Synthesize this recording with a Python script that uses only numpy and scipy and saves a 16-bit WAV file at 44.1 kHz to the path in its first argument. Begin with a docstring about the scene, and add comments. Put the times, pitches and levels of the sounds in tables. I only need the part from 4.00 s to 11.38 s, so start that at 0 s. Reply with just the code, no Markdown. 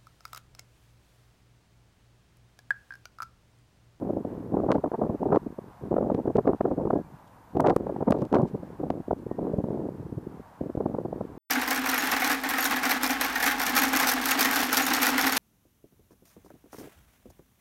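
"""An open meadow, gusty wind on the bare microphone of a hand-held camera, a valley rushing far off.
From the start eddies sweep the port in a fluttering rumble that rises in pitch with the wind speed;
strong ones thump, and from 0.7 s the hardest overload the microphone, crack and fizz. Dull low thumps,
mostly from large slow eddies, first come at 2.4 s. A lull near 3 s bares distant birds, a finger rub and
the camera's hiss. Hard gusts crack again from 3.6 s to 4.9 s, then weaker ones blow on to the end."""
import sys
import numpy as np
from scipy import signal
from scipy.fft import rfft, irfft
from scipy.io import wavfile
from scipy.ndimage import uniform_filter1d, map_coordinates

SR = 44100
rng = np.random.default_rng(int(sys.argv[2]) if len(sys.argv) > 2 else 0)


def wrap_up_sound(samples):
    """Save the sound to the file named by the first command line argument, as 16-bit audio."""
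    columns = np.atleast_2d(samples).T
    # keep every value between -1 and 1, then stretch to whole-number steps
    tamed = np.clip(columns, -1, 1)
    steps = np.round(tamed * 32767).astype(np.int16)
    wavfile.write(sys.argv[1], SR, steps)


N = 325458
TIME = np.arange(N) / SR
REFERENCE_DB, REFERENCE_HZ = -30, 350.9   # wind level and nominal eddy pitch that give speed 1

# far rush of the valley: (frequency [Hz], spectral level [dB])
VALLEY_SPECTRUM = [(20, 7), (100, -10), (250, -18.5), (450, -3.5), (700, 3.5), (930, 6), (1300, -4),
                   (1650, -7), (2100, -15), (3200, -22.5), (6000, -30.5), (15000, -46.5)]
# gusts reaching the microphone port: (start [s], length [s], wind level [dB])
GUSTS = [(0.015, .2, -32.5), (0.26, 0.27, -37.5), (0.523, 0.27, -27.5), (0.844, .03, -28),
         (0.992, 0.079, -29), (1.089, 0.068, -32), (1.213, .16, -28), (1.411, 0.12, -45),
         (1.619, 0.092, -48), (1.82, 0.064, -37), (1.919, 0.29, -27.5), (2.251, .055, -29),
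         (2.357, 0.041, -24), (2.448, 0.099, -28), (2.643, 0.095, -29), (2.775, .23, -29.5),
         (3.015, 0.14, -51.5), (3.553, 0.18, -26), (3.783, .255, -35), (4.074, .185, -30.5),
         (4.323, 0.13, -24), (4.458, .3, -42.5), (4.796, 0.21, -35), (5.091, 0.036, -30),
         (5.163, .2, -42.5), (5.378, 0.24, -30.5), (5.66, 0.22, -32), (5.904, 0.51, -42), (6.61, 0.1, -37),
         (6.781, 0.47, -35.5), (7.276, 0.19, -45)]
# pressure of the large eddies at speed 1: (frequency [Hz], spectral level [dB])
LARGE_EDDY_SPECTRUM = [(20, -22.5), (60, -17), (130, -2.5), (260, 3.5), (420, 1), (600, -4), (800, -22.5),
                       (1200, -41.5)]
# pressure of the fine eddies at speed 1: (frequency [Hz], spectral level [dB])
FINE_EDDY_SPECTRUM = [(350, -35.5), (550, -4.5), (720, 4.5), (950, -6), (1350, -22), (1900, -40),
                      (2600, -41), (4500, -70.5)]
# single strong eddies: (time [s], relative level [dB], nominal pitch [Hz], nominal length [s])
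BUFFETS = [(0.1, -24.5, 359.2, 0.023), (0.171, -19.5, 377.7, 0.01), (0.252, -21.5, 369, 0.0091),
           (0.544, -18, 392.1, 0.015), (0.571, -18.5, 400.5, 0.0071), (0.638, -17, 357.6, 0.004),
           (0.691, -18, 519, 0.012), (0.707, -12.5, 488.5, 0.01), (0.724, -17.5, 805.5, 0.0084),
           (0.758, -15.5, 418, 0.019), (0.783, -15.5, 342, 0.0038), (0.843, -17.5, 504, 0.0076),
           (0.918, -20, 559.7, 0.0023), (0.944, -23.5, 555.8, 0.024), (1.02, -17, 462.4, 0.013),
           (1.038, -18, 418.6, 0.0053), (1.099, -18, 392.2, 0.0081), (1.261, -16.5, 373.5, .01),
           (1.328, -12.5, 537, 0.019), (1.348, -14, 507, 0.0092), (1.361, -12.5, 547, 0.0053),
           (1.372, -14.5, 449, 0.0082), (1.468, -23, 249, 0.011), (1.589, -26, 410.5, 0.0095),
           (1.917, -16.5, 390.4, 0.011), (1.967, -15.5, 487.4, 0.0048), (1.985, -16, 458.5, 0.0082),
           (2.012, -17.5, 391.7, 0.0063), (2.103, -15, 484, 0.0068), (2.12, -14.5, 323, 0.0078),
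           (2.149, -14, 322.1, 0.0038), (2.279, -15, 330.5, 0.0091), (2.357, -14.5, 239, 0.008),
           (2.386, -12.5, 478, 0.0082), (2.477, -11.5, 488.2, 0.011), (2.495, -15.5, 451.8, 0.016),
           (2.534, -15.5, 470.3, 0.0024), (2.611, -14, 469.5, 0.0081), (2.656, -15, 470, 0.0096),
           (2.715, -17, 422, 0.0074), (2.856, -16, 321, 0.0066), (2.874, -17, 418.4, 0.0059),
           (2.907, -13.5, 589.7, 0.0065), (2.936, -14.5, 368.4, 0.0099), (2.96, -16.5, 385.3, 0.0084),
           (3.555, -17, 280.4, 0.0049), (3.571, -11.5, 388.2, 0.0058), (3.602, -12.5, 630.4, 0.0086),
           (3.65, -16, 641, 0.018), (3.668, -12.5, 550.5, .014), (3.686, -12.5, 528.2, .011),
           (3.705, -13.5, 519.9, 0.02), (3.765, -6.5, 394, 0.0046), (3.87, -23, 600.6, 0.0061),
           (3.898, -22, 451, 0.009), (3.965, -16.5, 488.4, 0.0052), (4.011, -20, 499.2, 0.0088),
           (4.027, -19.5, 464.4, 0.0093), (4.082, -14.5, 488.7, 0.018), (4.108, -10, 340.7, 0.0098),
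           (4.126, -7, 533, 0.0033), (4.149, -21.5, 450.7, 0.013), (4.225, -19, 402.2, 0.017),
           (4.329, -12.5, 359.3, 0.0059), (4.342, -10, 561, 0.0066), (4.356, -11, 476.3, 0.0094),
           (4.368, -13, 539.3, 0.0086), (4.437, -30, 303.3, 0.0054), (4.552, -21.5, 305.4, 0.017),
           (4.633, -26, 290.4, 0.0061), (4.804, -23, 348, 0.006), (4.837, -22, 398, 0.012),
           (4.905, -15, 501.2, 0.0048), (5.112, -14.5, 530.3, 0.0065), (5.132, -16, 369.5, 0.0064),
           (5.267, -21.5, 249.8, 0.0055), (5.315, -19.5, 377.9, .005), (5.541, -18.5, 278.9, .007),
           (5.587, -14, 259.7, 0.0069), (5.642, -17, 341.7, 0.0058), (5.707, -19, 349.8, .005),
           (5.89, -23, 379.3, 0.0064), (6.127, -25, 270.3, 0.0081), (6.182, -27, 241, 0.0092),
           (6.272, -28.5, 271.6, 0.0085), (6.398, -33.5, 251.8, 0.0052), (6.614, -20, 290, 0.0072),
           (6.701, -23.5, 450, 0.0052), (6.753, -19.5, 240.2, .005), (6.776, -16, 289.4, 0.0064),
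           (6.808, -18.5, 396.3, .011), (6.862, -16, 492.1, .008), (6.948, -20.5, 430.6, 0.0094),
           (6.987, -17, 471.8, 0.0052), (7.055, -22, 431, 0.011), (7.13, -21, 439.2, 0.0049),
           (7.211, -19.5, 430, .006)]
# diaphragm cracks in the hardest gusts: (time [s], relative peak [dB], treble cutoff [Hz])
CRACKS = [(0.7062, -30, 1500), (0.7179, -9.5, 1680), (0.7576, -40, 3000), (1.3265, -29, 1440),
          (1.3491, -34.5, 4406), (1.36, -28, 2903), (2.1469, -25, 1530), (2.3567, -30.5, 1500),
          (2.3694, -26, 3250), (2.477, -33, 2900), (2.9082, -36, 1600), (3.5701, -25.5, 1496),
          (3.6056, -17, 9670), (3.664, -20, 1500), (3.6714, -12.5, 1500), (3.698, -16, 1500),
          (3.7041, -24, 2900), (3.7634, -18, 11880), (4.1083, -18.5, 10980), (4.1224, -13.5, 1751),
          (4.1881, -41, 7300), (4.2199, -31.5, 6797), (4.2527, -34, 6450), (4.3279, -23, 2480),
          (4.3463, -14, 1506), (4.3556, -24, 3000), (4.3877, -41, 6300), (4.4193, -38, 7260),
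          (4.9035, -19, 1700)]
# gritty fizz of the overloaded microphone: (time [s], level [dB], width [s])
FIZZES = [(0.734, -64, 0.026), (1.355, -68, 0.02), (2.367, -68, 0.011), (3.69, -56, 0.016),
          (4.198, -67, 0.035), (4.358, -59.5, .018)]
# dull low thumps, mostly from large slow wind eddies: (time [s], level [dB])
THUMPS = [(2.367, -24), (2.608, -30.5), (3.144, -38), (4.392, -23), (4.434, -17.5), (4.539, -27),
          (6.007, -31), (6.058, -32.5), (6.175, -27.5)]
# tone of a low thump: (frequency [Hz], spectral level [dB])
THUMP_SPECTRUM = [(30, -19), (90, 3.5), (150, 17), (230, -14.5), (400, -17), (900, -62)]
# birds far across the meadow: (time [s], level [dB], pitch [Hz], width [s])
BIRD_CALLS = [(2.974, -59, 1641, 0.028), (3.061, -70, 2353, 0.017), (5.33, -62.5, 1852, 0.029)]
# fingers shifting on the camera body: (time [s], level [dB], width [s])
RUBS = [(3.278, -66, 0.0045), (4.484, -64.5, .012), (5.189, -69.5, 0.0065)]
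# tone of a finger rub: (frequency [Hz], spectral level [dB])
RUB_SPECTRUM = [(1500, -4), (3000, 2), (6500, -5), (9000, -8), (15000, -25)]


def from_db(db):
    """Decibels to gain."""
    return 10 ** (np.asarray(db) / 20)


def rms_one(x):
    """Scale to unit power."""
    return x / np.sqrt(np.mean(x ** 2) + 1e-20)


def smooth(x, seconds):
    """Triangular moving average."""
    size = max(int(seconds * SR), 1)
    return uniform_filter1d(uniform_filter1d(x, size), size)


def evened(x, seconds):
    """Hold the power near one over the given time."""
    return x / np.sqrt(np.abs(smooth(x ** 2, seconds)) + 1e-6)


def drift(rate):
    """Random wander of spread 1 that changes about rate times a second."""
    return rms_one(smooth(rng.standard_normal(2 * N), .5 / rate)[N // 2:N // 2 + N])


def noise(spectrum, size=N):
    """Noise of unit power with the given spectrum."""
    hz, level_db = np.transpose(spectrum)
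    bin_hz = np.maximum(np.arange(size // 2 + 1) * SR / size, 1)
    gain = from_db(np.interp(np.log(bin_hz), np.log(hz), level_db, right=-200))
    return rms_one(irfft(rfft(rng.standard_normal(size)) * gain, size))


def butter(x, hz, kind):
    """Causal second-order low- or high-pass."""
    return signal.sosfilt(signal.butter(2, hz, kind, fs=SR, output="sos"), x)


def bell(at, width):
    """Gaussian swell of height 1; width is its standard deviation in seconds."""
    out = np.zeros(N)
    near = slice(max(int((at - 5 * width) * SR), 0), int((at + 5 * width) * SR))
    out[near] = np.exp(-.5 * ((TIME[near] - at) / width) ** 2)
    return out


def valley_rush(level_db=-55, waver_db=1.02):
    """The valley rushes in the distance, its level wavering slightly."""
    return from_db(level_db + waver_db * drift(4.6)) * noise(VALLEY_SPECTRUM)


def camera_noise(hiss_db=-71, whine_db=-88.5, whine_hz=12265):
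    """The camera's own white hiss and faint, unsteady whine."""
    whine = np.sin(2 * np.pi * np.cumsum(whine_hz + 15 * drift(20)) / SR)
    return from_db(hiss_db) * rng.standard_normal(N) + from_db(whine_db) * whine


def wind_level(calm_db=-61, rise_db_per_s=1101, sag_db_per_s=9, fall_db_per_s=1001.5):
    """Wind at the port in dB: each gust rises, sags and collapses; the strongest prevails."""
    wind_db = np.full(N, float(calm_db))
    for start, length, db in GUSTS:
        age = TIME - start
        early, late = np.maximum(-age, 0), np.maximum(age - length, 0)
        gust_db = db - rise_db_per_s * early - sag_db_per_s * age - fall_db_per_s * late
        wind_db = np.maximum(wind_db, gust_db)
    return wind_db


def rumble(wind_db, level_db=-47, follow=0.49, bottom_hz=36, top_hz=120):
    """Large slow eddies around the camera body follow the gusts only loosely."""
    bass = butter(butter(rng.standard_normal(N), top_hz, "low"), bottom_hz, "high")
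    swell_db = follow * (smooth(wind_db, 0.083) - REFERENCE_DB)
    return from_db(level_db + swell_db) * rms_one(bass)


def swept_eddies(speed, fine_db, even_s):
    """A frozen pattern of eddies is carried past the port: the faster, the higher it sounds."""
    travelled = np.cumsum(np.clip(speed, .2, 2.5))
    large, fine = (map_coordinates(noise(spectrum, size=2 * N), [travelled], order=3, mode="wrap")
                   for spectrum in (LARGE_EDDY_SPECTRUM, FINE_EDDY_SPECTRUM))
    return evened(large, even_s) + from_db(fine_db) * speed * evened(fine, even_s)


def shedding(wind_db, eddies_per_s=34, jitter=.8):
    """In weak wind the housing sheds eddies one by one, unevenly; a level swing in dB."""
    rate = eddies_per_s * np.exp(jitter * drift(70))
    swing_db = np.clip(1 + .3 * (REFERENCE_DB - wind_db), 0, 6)
    return swing_db * np.sin(2 * np.pi * np.cumsum(rate) / SR)


def slack(lead_s=0.01238, width_s=.005, drop_db=7):
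    """The flow slackens for an instant before each strong eddy; a dip in dB."""
    return -drop_db * np.minimum(sum(bell(at - lead_s, width_s) for at, *_ in BUFFETS), 1)


def flutter(wind_db, gain_db=2.08, lumps_per_s=110):
    """Wind running over the bare port breaks into lumps; each is both louder and brighter."""
    lumps = from_db(shedding(wind_db) + 4.5 * drift(lumps_per_s))
    strength = from_db(wind_db + slack()) * evened(lumps, seconds=.02)
    speed = (strength / from_db(REFERENCE_DB)) ** .2
    return from_db(gain_db) * strength * swept_eddies(speed, fine_db=-14, even_s=0.035)


def buffets(gain_db=-2.0, width_share=0.34):
    """Each strong eddy hits the port as a burst of a few pressure swings at its own pitch."""
    times, _, pitches, _ = np.transpose(BUFFETS)
    strength = sum(from_db(db) * bell(at, length * width_share) for at, db, _, length in BUFFETS)
    speed = (np.interp(TIME, times, pitches) / REFERENCE_HZ) ** .7
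    return from_db(gain_db) * strength * swept_eddies(speed, fine_db=-15, even_s=0.004)


def overload(pressure, ceiling=.285, knee=7.9, dull_hz=2400):
    """The microphone flattens the tallest swings, with rounded corners."""
    flattened = pressure / (1 + np.abs(pressure / ceiling) ** knee) ** (1 / knee)
    return signal.sosfiltfilt(signal.butter(3, dull_hz, fs=SR, output="sos"), flattened)


def cracks(gain_db=-4.0, bottom_hz=600, spit_db=-25, spit_decay_s=0.0017, grit_db=5):
    """The diaphragm snaps at its limit: one steep pressure spike, then a gritty dying spit of air."""
    out = np.zeros(N)
    size = 2000   # samples per crack
    for at, db, cutoff_hz in CRACKS:
        grains = rms_one(rng.standard_normal(size) * from_db(grit_db * rng.standard_normal(size)))
        spit = from_db(spit_db) * grains * np.exp(-TIME[:size] / spit_decay_s)
        spike = butter(signal.unit_impulse(size) + spit, cutoff_hz, "low")
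        start = int(at * SR)
        out[start:start + size] += from_db(db) * spike / spike.max() * rng.choice([-1, 1])
    return from_db(gain_db) * butter(out, bottom_hz, "high")


def fizz(ticks_per_s=600, uneven_db=5, bottom_hz=2000, top_hz=3600):
    """Dense random ticks of uneven size fizz around the microphone's hardest overloads."""
    ticks = (rng.random(N) < ticks_per_s / SR) * rng.choice([-1, 1], N)
    ticks = ticks * from_db(uneven_db * rng.standard_normal(N))
    grit = rms_one(butter(butter(ticks + 1e-18, bottom_hz, "high"), top_hz, "low"))
    return grit * sum(from_db(db) * bell(at, width) for at, db, width in FIZZES)


def low_thumps(width_s=0.0044):
    """Dull low thumps right at the microphone, mostly from large slow wind eddies."""
    thud = evened(noise(THUMP_SPECTRUM), seconds=0.0031)
    return thud * sum(from_db(db) * bell(at, width_s) for at, db in THUMPS)


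def distant_birds(waver=0.0132):
    """Thin whistles from far across the meadow, blurred by a quick waver in pitch."""
    phase_per_hz = 2 * np.pi * np.cumsum(1 + waver * drift(60)) / SR
    return sum(from_db(db) * bell(at, width) * np.sin(hz * phase_per_hz)
               for at, db, hz, width in BIRD_CALLS)


def finger_rubs():
    """Fingers shift on the camera body, close to the microphone, in brief light scuffs."""
    return noise(RUB_SPECTRUM) * sum(from_db(db) * bell(at, width) for at, db, width in RUBS)


def scene():
    """One microphone: wind and finger rubs up close, the quiet meadow behind."""
    wind_db = wind_level()
    pressure = flutter(wind_db) + buffets() + rumble(wind_db)
    close = overload(pressure) + cracks() + fizz() + finger_rubs() + low_thumps()
    return (close + distant_birds() + valley_rush() + camera_noise())[None]


def record(dry, low_cut_hz=42, high_cut_hz=15100):
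    """The camera thins the deepest bass and cuts the top steeply."""
    thinned = butter(dry, low_cut_hz, "high")
    return signal.sosfilt(signal.ellip(10, .1, 70, high_cut_hz, fs=SR, output="sos"), thinned)


dry = scene()
out = record(dry)
wrap_up_sound(out)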